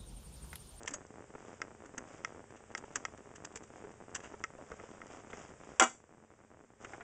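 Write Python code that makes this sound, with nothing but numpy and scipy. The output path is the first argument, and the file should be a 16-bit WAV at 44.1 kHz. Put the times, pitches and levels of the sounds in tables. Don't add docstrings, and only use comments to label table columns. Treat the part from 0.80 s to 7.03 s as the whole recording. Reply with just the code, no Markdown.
import sys
import numpy as np
from scipy import signal
from scipy.fft import rfft, irfft, next_fast_len
from scipy.io import wavfile
from scipy.ndimage import minimum_filter1d

SR = 44100
rng = np.random.default_rng(int(sys.argv[2]) if len(sys.argv) > 2 else 0)


def dump(signal):
    limited = np.clip(np.atleast_2d(signal).T, -1, 1)
    pcm = np.round(limited * 32767).astype(np.int16)
    wavfile.write(sys.argv[1], SR, pcm)


N = 274743
AGE = np.arange(SR // 3) / SR

# frequency in Hz, relative level in dB.
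GRIT = [(240, -46), (400, 9), (674, 2), (1430, -1), (1700, 3.5), (2230, -7), (2790, -2), (4170, -21.5),
        (4880, -12), (5280, -16.5), (5630, -8), (6500, -4.5), (7600, -5), (9000, -31.5), (11700, -70),
        (19800, -120)]


def amp(db):
    return 10 ** (np.asarray(db) / 20)


def unit(x):
    return x / np.sqrt(np.mean(x ** 2) + 1e-20)


def along(points, hz):
    f, v = np.transpose(points)
    return np.interp(np.log(hz + 1), np.log(f + 1), v)


def filtered(x, response):
    size = next_fast_len(len(x) + SR // 8)
    hz = np.fft.rfftfreq(size, 1 / SR)
    return irfft(rfft(x, size) * response(hz), size)[:len(x)]


def coloured(x, spectrum):
    return unit(filtered(x, lambda hz: amp(along(spectrum, hz))))


def add(track, s, sound):
    start = max(round(s * SR), 0)
    track[start:start + len(sound)] += sound[:max(N - start, 0)]


def fade(t60):
    return np.exp(-np.log(1000) * AGE / t60)


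def ring(modes, since=0.):
    x = np.zeros(len(AGE))
    for k, (hz, db, t60) in enumerate(modes):
        strength = amp(db + rng.standard_normal())
        sign = (-1) ** k
        x += sign * strength * fade(t60) * np.sin(2 * np.pi * hz * (AGE + since))
    return x / np.linalg.norm(amp([db for hz, db, t60 in modes])) / 2


def burst(spectrum, t60):
    return coloured(rng.standard_normal(len(AGE)), spectrum) * fade(t60)


def grains(size, spiky_db):
    strength_db = spiky_db * np.repeat(rng.standard_normal(size // 32 + 1), 32)[:size]
    return rng.standard_normal(size) * amp(strength_db)


def background():
    # frequency in Hz, relative level in dB.
    rush = [(25, -9.5), (86, 5.5), (151, -0.5), (250, -11), (500, 1), (700, -7), (1200, -8), (1800, -10),
            (3300, -20.5), (4200, -28.5), (5000, -22), (7600, -12), (8200, -22.5), (9000, -48),
            (11000, -102)]
    # centre in Hz, width in Hz, level in dB.
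    drones = [(219.7, 25, -69.5), (416, 60, -69.5)]
    # frequency in Hz, width in Hz, level in dB.
    whine = [(8080, 14, -79.5), (8166, 19, -87)]
    out = amp(-62.0) * coloured(rng.standard_normal(N), rush)
    for centre, width, db in drones:
        drone = filtered(rng.standard_normal(N), lambda hz: np.exp(-2 * ((hz - centre) / width) ** 2))
        out = out + amp(db) * unit(drone)
    for hz, width, db in whine:
        drift = np.sqrt(2 * np.pi * width / SR) * rng.standard_normal(N)
        out = out + amp(db) * unit(np.sin(np.cumsum(2 * np.pi * hz / SR + drift)))
    return out


def pop():
    t = AGE - .0004
    late = np.maximum(t, 0)
    spike = np.exp(-(t / .00019) ** 2)
    swing = np.sin(2 * np.pi * 280 * late) * np.exp(-late / .0013)
    return spike - 1.05 * swing


def activity(t):
    lulls = [.27, .47, .77, .97, 1.67, 1.87, 2.07, 2.87, 3.17, 3.57, 3.67, 3.87, 3.97, 4.07, 4.77, 4.97,
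             5.27, 5.47, 5.67, 5.87, 5.97]
    half_s, depth = .026, .95
    away = np.min([np.abs(t - s) for s in lulls], axis=0)
    return 1 - depth * np.exp(-(away / half_s) ** 6)


def sputter():
    # time into the cycle in seconds, scatter in seconds, chance from 0 to 1.
    slots = [(.006, .0012, .95), (.0155, .0015, .6), (.025, .002, .45), (.0403, .001, .95),
             (.050, .0015, .7), (.060, .002, .35), (.074, .001, .55), (.0835, .001, .45),
             (.0937, .0008, .5)]
    # frequency in Hz, relative level in dB.
    murk = [(25, -14), (90, 1.5), (450, -4), (750, -5), (1500, -24.5), (3000, -29), (6000, -69)]
    cycle_s, recharge_s = .099956, .0065
    pop_db, pop_scatter_db = -41, 1.3
    crackle_db, crackle_steady = -59, 0.25
    busy = activity(np.arange(N) / SR)
    kicks, last = np.zeros(N), -1
    for start in np.arange(0, N / SR, cycle_s):
        for place, scatter, chance in slots:
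            shift, size, luck = rng.standard_normal(), rng.standard_normal(), rng.random()
            moment = min(round((start + place) * SR), N - 1)
            if luck < chance * busy[moment]:
                last = max(start + place + scatter * shift, last + recharge_s)
                add(kicks, last, amp([pop_scatter_db * size]))
    pops = signal.fftconvolve(kicks, pop())[:N]
    trail = np.abs(signal.fftconvolve(kicks, fade(t60=0.085) ** 2)[:N])
    swell = np.sqrt((trail + crackle_steady) * busy)
    crackle = swell * coloured(grains(N, spiky_db=4.0), murk)
    return amp(pop_db) * pops + amp(crackle_db) * crackle


def buzzes():
    # start in seconds, level in dB.
    beats = [(0.0487, -46), (0.5513, -37), (1.550, -49), (2.0388, -37), (3.040, -43.5), (3.540, -36.5),
             (4.037, -39.5), (4.536, -38.5)]
    out, shape = np.zeros(N), pop()
    for s, db in beats:
        for k in range(3):
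            add(out, s + k * .00222, amp(db) * shape)
    return out


def clothes():
    # crest in seconds, relative level in dB, length of the fall in seconds.
    swishes = [(.66, -67, 0.11), (1.316, -64.5, 0.07), (1.483, -70, 0.065), (2.14, -68.5, 0.11),
               (2.977, -69, 0.058), (3.48, -68.5, 0.085), (3.99, -67, 0.2), (4.331, -61.5, 0.062),
               (4.569, -59.5, 0.097), (4.888, -65.5, 0.11), (6.014, -62.5, 0.025), (6.107, -62.5, 0.051)]
    # frequency in Hz, relative level in dB.
    cloth = [(290, -33), (500, -1.5), (736, -2.5), (862, -8.5), (1280, -6), (1680, -11.5), (1980, -10.5),
             (3380, -18), (4150, -31), (5040, -20), (7150, -13.5), (8070, -22), (9000, -44.5), (11700, -78),
             (19800, -120)]
    rise = 0.61
    t = np.arange(N) / SR
    power = np.zeros(N)
    for s, db, length in swishes:
        width = length * np.where(t < s, rise, 1)
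        power += amp(db) ** 2 * np.exp(-((t - s) / width) ** 2)
    return amp(6) * np.sqrt(power) * coloured(grains(N, spiky_db=5.0), cloth)


def bumps():
    # start in seconds, thud level in dB, thud pitch in Hz, knock level in dB.
    pushes = [(0.116, -40.5, 280, -50), (.143, -44, 591, -51), (1.056, -51, 276, -55),
              (1.178, -40, 252, -41), (2.166, -43.5, 265, -44.5), (2.758, -44, 454, -61),
              (3.046, -40.5, 400, -55), (3.786, -43.5, 620, -71), (3.917, -35, 446, -45),
              (3.998, -50, 442, -54), (6.048, -50, 390, -44.5), (6.134, -41.5, 814, -41.5),
              (6.207, -46, 693, -41)]
    # frequency in Hz, relative level in dB.
    push_colour = [(60, 5.5), (220, -19), (450, 7.5), (800, -2.5), (1500, -4.5), (3500, -63)]
    # frequency in Hz, relative level in dB.
    knock_colour = [(300, -28), (900, -9.5), (1400, 0.5), (2100, -3), (3200, -22), (4500, -42)]
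    out = np.zeros(N)
    for s, thud_db, hz, knock_db in pushes:
        swing = np.sin(2 * np.pi * hz * AGE) * fade(t60=0.086) * (1 - fade(t60=0.012))
        thud = swing + amp(-8.5) * burst(push_colour, t60=0.079)
        knock = burst(knock_colour, t60=0.056)
        add(out, s, amp(thud_db) * thud + amp(knock_db) * knock)
    return out


def scrape(length, low_db):
    grit = coloured(grains(len(AGE), spiky_db=-3.5), GRIT)
    low_end = [(400, low_db - 18.0), (1200, low_db), (3000, low_db), (5000, 0.0035)]  # (Hz, dB)
    grit = filtered(grit, lambda hz: amp(along(low_end, hz)))
    rise = 0.055 * length
    crest = np.pi * rise
    t = AGE - crest
    swell, decay = t / rise, -np.log(1000) * t / length
    return grit * np.exp(np.minimum(swell, decay)), crest


def scrapes():
    # crest in seconds, level in dB, length in seconds, low end in dB.
    clear = [(.033, -31.5, 0.0065, -8.5), (.0615, -38, 0.016, -8.5), (.0795, -30.5, 0.049, -4),
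             (.110, -40, 0.042, -13), (.139, -30, 0.047, -10), (.267, -49, 0.014, -15),
             (1.06, -46.5, .025, -6), (1.181, -29.5, 0.022, -8.5), (1.767, -54.5, 0.064, 1.5),
             (1.978, -34.5, 0.036, -5.5), (2.159, -25, 0.036, -4), (2.559, -42, 0.048, -4),
             (2.650, -32.5, 0.032, -6), (2.759, -34.5, 0.038, -6), (2.773, -39.5, .035, -6.5),
             (2.837, -44.5, 0.038, -9), (3.351, -28, .04, -6.5), (3.361, -35, 0.048, -4),
             (3.404, -46, .028, -1), (3.442, -48, 0.13, 4), (4.268, -42, 0.011, -6),
             (6.048, -42.5, 0.03, 2.5)]
    # frequency in Hz, relative level in dB, t60 in seconds.
    jaws = [(6490, -10.5, 0.094), (6900, -9, 0.087), (7800, 0.5, 0.017)]
    start, end = (1.0, 4.0)
    faint_per_s, faint_db, faint_length_s = 4, -56.5, 0.044
    faint = []
    for k, (when, size) in enumerate(rng.random((40, 2))):
        s = start + (k + when) / faint_per_s
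        if s < end:
            faint.append((s, faint_db + 6 * (size - .5), faint_length_s, 0))
    out = np.zeros(N)
    for s, db, length, low_db in list(clear) + faint:
        sound, crest = scrape(length, low_db)
        add(out, s - crest, amp(db) * sound)
    add(out, .139, amp(-24.0) * ring(jaws))
    return out


def tap():
    # start in seconds, relative level in dB, relative tick level in dB, ring tilt in dB per octave.
    clacks = [(0.0767, -29.5, -1.5, 12), (0.817, -24.5, -6, -0.5), (1.4477, -23, -7.5, 3),
              (1.95, -25, -4.5, 2.5), (2.2517, -24, -4.5, 5), (3.6391, -23.5, -4.5, 2.5),
              (3.6444, -31, -24, -4), (3.918, -35, -14, -16), (3.998, -40.5, -26, -6),
              (4.2165, -35, -17, -2), (4.5313, -35, -27, 3)]
    # frequency in Hz, relative level in dB, t60 in seconds.
    wall_modes = [(447, -19, 0.086), (785, -44, 0.014), (1308, 3, 0.025), (1604, -2, 0.028),
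                  (1877, 2, 0.02), (2116, 0, 0.025), (2530, -8, 0.019), (3330, -11, 0.012)]
    # frequency in Hz, relative level in dB, t60 in seconds.
    tick_modes = [(5040, -17, 0.0082), (5750, -13, 0.0084), (6480, -15, 0.0039), (6820, -16.5, 0.0028)]
    lowest_hz = wall_modes[0][0]
    out = np.zeros(N)
    for s, db, tick_db, tilt_db in clacks:
        tilted = [(hz, level + tilt_db * np.log2(hz / lowest_hz), t60) for hz, level, t60 in wall_modes]
        wall = ring(tilted)
        tick = amp(6.5) * ring(tick_modes) + amp(-9.5) * burst(GRIT, t60=0.035)
        add(out, s, amp(db) * (amp(5) * wall + amp(tick_db) * tick))
    return out


def drop():
    # start in seconds, relative wood and steel levels in dB.
    bounces = [(4.9973, -21, -5.5), (5.0054, -8.5, -18.5), (5.0110, -7, -22), (5.0198, -4.5, -32),
               (5.0228, -24, -11), (5.0313, -19.5, -19), (5.037, -28, -14)]
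    # frequency in Hz, relative level in dB, t60 in seconds.
    bench = [(237, -19, .2), (334, -17, .16), (409, -19, .18), (522, -15, .13), (651, -7, .11),
             (762, -1, .085), (821, -10, .08), (1033, -6, .09), (1087, -9, .1), (1147, -9, .1),
             (1189, -6, .1), (1249, -8, .13), (1384, 2, .085), (1540, -9, .09), (1744, -11, .1),
             (1885, -15, .1), (2071, -5, .09), (2274, -15, .11), (2313, -12, .12), (2541, -18, .12),
             (2868, -14, .13)]
    # frequency in Hz, relative level in dB, t60 in seconds.
    pliers = [(3340, -11, .1), (3520, -9, .08), (4764, -10, .09), (5760, -9, .08), (6130, -5, .08),
              (6500, -7, .09), (6967, 0, .08), (7003, -2, .08), (7084, -2, .08), (7682, -2, .08),
              (7800, -9, .1), (8290, -12, .08)]
    # frequency in Hz, relative level in dB.
    thump = [(59, -82.5), (100, -53), (203, -10.5), (555, -8.5), (755, 0), (952, -10.5), (1380, 2),
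             (1490, -11), (2120, -22.5), (3430, -25.5), (4000, -30), (5200, -58.5), (8800, -120)]
    # frequency in Hz, relative level in dB.
    clink = [(240, -38.5), (400, -11), (1570, -5), (2150, -15), (3390, -8.5), (3710, -14.5), (4230, -35.5),
             (4570, -13), (5140, -18), (5860, -5.5), (7030, -4), (8000, -8), (9000, -36), (11700, -61.5),
             (19800, -120)]
    out = np.zeros(N)
    for s, wood_db, steel_db in bounces:
        wood = amp(-2) * ring(bench, since=s) * fade(t60=0.37) + amp(-11.5) * burst(thump, t60=0.1)
        steel = amp(-18.0) * ring(pliers, since=s) * fade(t60=0.44) + amp(-5.0) * burst(clink, t60=0.036)
        wood = wood * (1 - fade(t60=0.0083))
        steel = steel * (1 - fade(t60=0.0036))
        add(out, s, amp(wood_db) * wood + amp(steel_db) * steel)
    return out


def shop(x):
    # frequency in Hz, t60 in seconds.
    decay = [(200, 0.21), (1000, 0.18), (3000, 0.22), (7000, 0.3)]
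    hz, t, z = signal.stft(rng.standard_normal(SR // 2), SR, nperseg=256)
    dying = np.exp(-np.log(1000) * t / along(decay, hz)[:, None])
    tail = signal.istft(z * dying, SR, nperseg=256)[1]
    late_tail = np.pad(tail / np.linalg.norm(tail), (SR // 200, 0))
    return signal.fftconvolve(x, late_tail)[:N]


def scene():
    work = tap() + scrapes() + bumps()
    no_bass = signal.butter(2, 150, "high", fs=SR, output="sos")
    fall = signal.sosfilt(no_bass, drop())
    room = shop(amp(-22) * work + amp(-9.0) * fall)
    return (work + fall + room + clothes() + sputter() + buzzes() + background())[None]


def gain_control(x, trigger_db, duck_db, hold_s, glide_s):
    hold = int(hold_s * SR) // 2
    wanted = np.where(np.abs(x) > amp(trigger_db), duck_db, 0.)
    held = minimum_filter1d(wanted, 2 * hold + 1, origin=hold, mode="constant")
    keep = np.exp(-1 / (glide_s * SR))
    gain_db = signal.lfilter([1 - keep], [1, -keep], held)
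    return x * amp(gain_db)


def port(hz, notch_hz, width_hz, depth_db):
    return amp(depth_db * np.exp(-((hz - notch_hz) / width_hz) ** 2))


def record(dry):
    top_hz = 8900
    x = filtered(dry[0], lambda hz: port(hz, notch_hz=4204, width_hz=286, depth_db=-6.5))
    x = gain_control(x, trigger_db=-13, duck_db=-6.5, hold_s=0.96, glide_s=0.011)
    return filtered(x, lambda hz: 1 / (1 + (hz / top_hz) ** 90))[None]


dry = scene()
out = record(dry)
dump(out)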